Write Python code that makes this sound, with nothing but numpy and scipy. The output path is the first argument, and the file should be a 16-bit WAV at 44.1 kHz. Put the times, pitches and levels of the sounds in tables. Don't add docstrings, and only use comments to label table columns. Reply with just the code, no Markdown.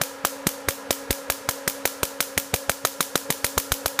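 import sys
import numpy as np
from scipy import signal
from scipy.fft import rfft, irfft
from scipy.io import wavfile

SR = 44100
rng = np.random.default_rng(int(sys.argv[2]) if len(sys.argv) > 2 else 0)


def waveform_to_disk(signal):
    frames = np.transpose(np.atleast_2d(signal))
    scaled = np.clip(frames, -1, 1) * 32767
    samples = np.round(scaled).astype(np.int16)
    wavfile.write(sys.argv[1], SR, samples)


N = 176400

# (time [s], crack level [dB], thump level [dB],
# thump pitch [Hz], body level [dB], body pitch [Hz], knock level [dB], knock pitch [Hz])
SPARKS = [(0.0145, 4.5, -2.5, 160, 3.3, 655, 2, 1650), (0.2492, 5.5, -4, 155, -0.5, 606, 7, 1110),
          (0.4687, 5, 3.5, 173, 5.5, 312, 3, 1090), (0.6858, 4.5, 0.7, 82, 1.2, 477, 4, 1510),
          (0.9068, 5, -5.5, 91, 5, 615, -27, 1540), (1.1066, 4.5, 4.5, 74, 2, 520, 0, 1600),
          (1.3, 4.5, -3.5, 71, -3, 620, 3.5, 1270), (1.489, 4.5, -7, 96.4, -1.5, 750, 4.5, 1390),
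          (1.6769, 5, -8.5, 178, -4.7, 474, 5.5, 1850), (1.8541, 5.5, -12.5, 95, 3.5, 490, 4.6, 1590),
          (2.0314, 4, -2, 85, 4, 560, 5.5, 1720), (2.2047, 5.5, -13, 136, -0.5, 537, 8.5, 1350),
          (2.3772, 4.5, 0, 83.6, 1.5, 545, 7, 1610), (2.5399, 4.5, 4, 98.6, 6.5, 407, 1, 1400),
          (2.6953, 3.5, -0.7, 70, 6, 613, 9, 1374), (2.8501, 5.5, -4, 122, 4.5, 583, 7, 1520),
          (3.0062, 5.5, -6, 170, 1.5, 399, 5, 1360), (3.1555, 4, -6.5, 162, 6.5, 386, 4, 1510),
          (3.3033, 5, -1.6, 162, 0, 433, -3, 2120), (3.4442, 6, -8.5, 83, 0.6, 480, 0.5, 1740),
          (3.5781, 6, 2, 71, 4.5, 484, 6.5, 1270), (3.7191, 5, 4.5, 71, 0, 586, 8, 1614),
          (3.8589, 3.5, -1, 73, 2.5, 543, 8, 1358), (3.9908, 4, -47, 150, -8.5, 565, 8.5, 1370)]
CRACK_TRIM_DB, CRACK_RISE_S = -6, 0.00052


def amp(db):
    return 10 ** (np.asarray(db) / 20)


def unit(x):
    return x / np.sqrt(np.sum(x ** 2) + 1e-20)


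def look_up(points, hz):
    row_hz, value = np.transpose(points)
    return np.interp(np.log(hz + 1), np.log(row_hz + 1), value)


def add(mix, start_s, sound):
    part = mix[max(0, round(start_s * SR)):][:len(sound)]
    part += sound[:len(part)]


def colour(x, points, size=8192):
    log_gain = np.log(amp(look_up(points, abs(np.fft.fftfreq(size, 1 / SR)))))
    response = np.exp(np.conj(signal.hilbert(log_gain)))
    taps = np.fft.ifft(response).real[:size // 2]
    return signal.oaconvolve(x, taps)[:len(x)]


def drift(rate_hz):
    hz = np.fft.rfftfreq(N, 1 / SR)
    slow_only = np.exp(-(hz / rate_hz) ** 2) * (hz > 0)
    return unit(irfft(rfft(rng.standard_normal(N)) * slow_only, N)) * np.sqrt(N)


def burst(t, start_s, rise_s, decay_s):
    return np.clip((t - start_s) / rise_s, 0, 1) * np.exp(-np.maximum(t - start_s - rise_s, 0) / decay_s)


def at_each_spark(shape, alike=0.46):
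    out, same = np.zeros(N), rng.standard_normal(SR)
    for start_s, crack_db, *_ in SPARKS:
        noise = np.sqrt(alike) * same + np.sqrt(1 - alike) * rng.standard_normal(SR)
        add(out, start_s, amp(crack_db + CRACK_TRIM_DB) * unit(shape(noise)))
    return out


def fan(blade_hz=276.1, wander=0.0011, air_db=-40.5):
    # (multiple of the blade pitch, level [dB], flutter [dB])
    blade_tones = [(1, -46.5, 1.6), (2, -45.5, 2), (3, -56.5, 4.5), (5, -57.5, 4), (6, -56, 3)]
    # (frequency [Hz], relative level [dB])
    air_colour = [(25, -29), (100, -20), (160, -25), (220, -14.5), (360, -26.5), (445, -6), (535, -0.5),
                  (580, -7), (635, -15), (760, -14.5), (850, -15), (990, -7.5), (1110, -17), (1350, -11),
                  (1560, -17), (1700, -14), (2000, -19.5), (3000, -23.5), (7000, -36), (15000, -41.5)]
    # (time [s], level [dB])
    swell = [(0, 1), (2.1, 0.5), (2.399, -1), (3.0, -1.5), (3.3, 0), (4, 0)]
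    cycles = np.cumsum(blade_hz * (1 + wander * drift(rate_hz=2.68))) / SR
    tones = np.zeros(N)
    for multiple, db, flutter_db in blade_tones:
        flutter = amp(flutter_db * drift(rate_hz=6 * multiple))
        tone = np.sin(2 * np.pi * (multiple * cycles + rng.random()))
        tones += amp(db) * unit(flutter * tone)
    air = amp(air_db) * unit(colour(rng.standard_normal(N), air_colour))
    swell_db = np.interp(np.arange(N) / SR, *np.transpose(swell))
    return (tones + air) * np.sqrt(N) * amp(swell_db)


def room_ring(start_s=0.0067, rise_s=0.0072):
    # (frequency [Hz], time to fade by 60 dB [s])
    ring_times = [(200, 1), (2000, 0.18), (4500, 0.58), (7000, 0.52), (10000, 0.45), (15000, .31)]
    # (frequency [Hz], level [dB])
    room_colour = [(100, -26.5), (400, -5.5), (1500, -6), (2800, 0.5), (4000, 1.5), (5000, 3), (6700, 5),
                   (8500, 2.5), (10500, 3), (13000, 2), (15000, 3.5)]
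    fade_in = np.clip((np.arange(SR) / SR - start_s) / rise_s, 0, 1)

    def die_away(noise):
        hz, t, bands = signal.stft(noise, SR, nperseg=256)
        ring_s = look_up(ring_times, hz)[:, None]
        faded = bands * amp(-60 * t / ring_s) / np.sqrt(ring_s)
        return signal.istft(faded, SR, nperseg=256)[1][:SR] * fade_in

    return colour(at_each_spark(die_away), room_colour)


def wall_echoes():
    # (delay [s], decay time [s], level [dB])
    echoes = [(0.01, .0008, -6), (.0210, 0.00072, -7), (0.0216, 0.0018, 1.8)]
    # (frequency [Hz], level [dB])
    echo_colour = [(300, -13), (1500, -3.5), (3000, 0.5), (5000, -0.5), (9000, -2.5), (12000, 3),
                   (15000, 1)]
    t = np.arange(SR) / SR
    energy = sum((amp(db) * unit(burst(t, delay_s, CRACK_RISE_S, decay_s))) ** 2
                 for delay_s, decay_s, db in echoes)
    return colour(at_each_spark(lambda noise: noise * np.sqrt(energy)), echo_colour)


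def scatter():
    # (frequency [Hz], level [dB])
    splash_colour = [(200, 0), (1000, 5.5), (2800, 5.5), (3700, 7.5), (4500, 6), (6600, 10.5), (8500, 8),
                     (10000, 11), (13000, 8.5), (15000, 7.5)]
    splash = burst(np.arange(SR) / SR, start_s=0.00044, rise_s=0.003, decay_s=0.0037)
    return colour(at_each_spark(lambda noise: noise * splash), splash_colour)


def pings(growth_db_per_s=1.4):
    # (pitch [Hz], decay time [s], level [dB])
    notes = [(3898, .0012, -2.5), (6590, 0.0018, -9.5)]
    out, t = np.zeros(N), np.arange(2048) / SR
    for start_s, crack_db, *_ in SPARKS:
        strength_db = crack_db + CRACK_TRIM_DB + growth_db_per_s * (start_s - N / SR / 2)
        for hz, decay_s, db in notes:
            ping = burst(t, 0, CRACK_RISE_S, decay_s) * np.sin(2 * np.pi * hz * t)
            add(out, start_s, amp(strength_db + db) * unit(ping))
    return out


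def pops(roughness=0.7, size=2048):
    # (delay [s], half width [s], level trim [dB])
    shapes = [(0.00081, 0.0053, -1), (0.0011, 0.00094, 1.12), (0.00085, 0.00038, -1.5)]
    out, t = np.zeros(N), np.arange(-size, size) / SR
    for start_s, _, *parts in SPARKS:
        for db, hz, (delay_s, width_s, trim_db) in zip(parts[::2], parts[1::2], shapes):
            hump = np.exp(-.5 * ((t - delay_s) / width_s) ** 2)
            swing = unit(hump * np.sin(2 * np.pi * (hz * t + rng.random())))
            band = signal.butter(1, [hz / 2, hz * 2], "bandpass", fs=SR, output="sos")
            grit = unit(hump * signal.sosfilt(band, rng.standard_normal(len(t))))
            pop = amp(db + trim_db) * unit(swing + roughness * grit)
            add(out, start_s - size / SR, pop[t >= -start_s])
    return out


def cracks(sizzle=0.83, fall_start_s=0.00067, fall_s=0.00056):
    # (delay [s], level [dB])
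    bounces = [(.0001, -3), (.0009, 4), (.0014, -3.5)]
    # (frequency [Hz], level [dB])
    crack_colour = [(300, 8.5), (1500, 8.5), (2300, 11.5), (2950, 2.5), (3800, 15.5), (4500, 10),
                    (5400, -5), (6200, 8.5), (7000, -3), (8800, 13.5), (10200, -14), (11500, 8), (15000, 0)]
    t = np.arange(SR) / SR
    pulses = unit(sum(amp(db) * np.sinc((t - delay_s) * SR) for delay_s, db in bounces))
    flare = np.minimum(t / CRACK_RISE_S, 1) * np.exp(-np.maximum(t - fall_start_s, 0) / fall_s)
    return colour(at_each_spark(lambda noise: pulses + sizzle * unit(noise * flare)), crack_colour)


def scene():
    return (cracks() + scatter() + wall_echoes() + pings() + pops() + room_ring() + fan())[None]


def record(dry, bass_cut_hz=34, peak_limit=0.72, treble_cut_hz=15350):
    cut = signal.sosfilt(signal.butter(2, bass_cut_hz, "highpass", fs=SR, output="sos"), dry)
    squashed = cut / (1 + (cut / peak_limit) ** 4) ** (1 / 4)
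    low_pass = signal.firwin(401, treble_cut_hz, window=("kaiser", 8), fs=SR)
    return signal.oaconvolve(squashed, low_pass[None], "same")


dry = scene()
out = record(dry)
waveform_to_disk(out)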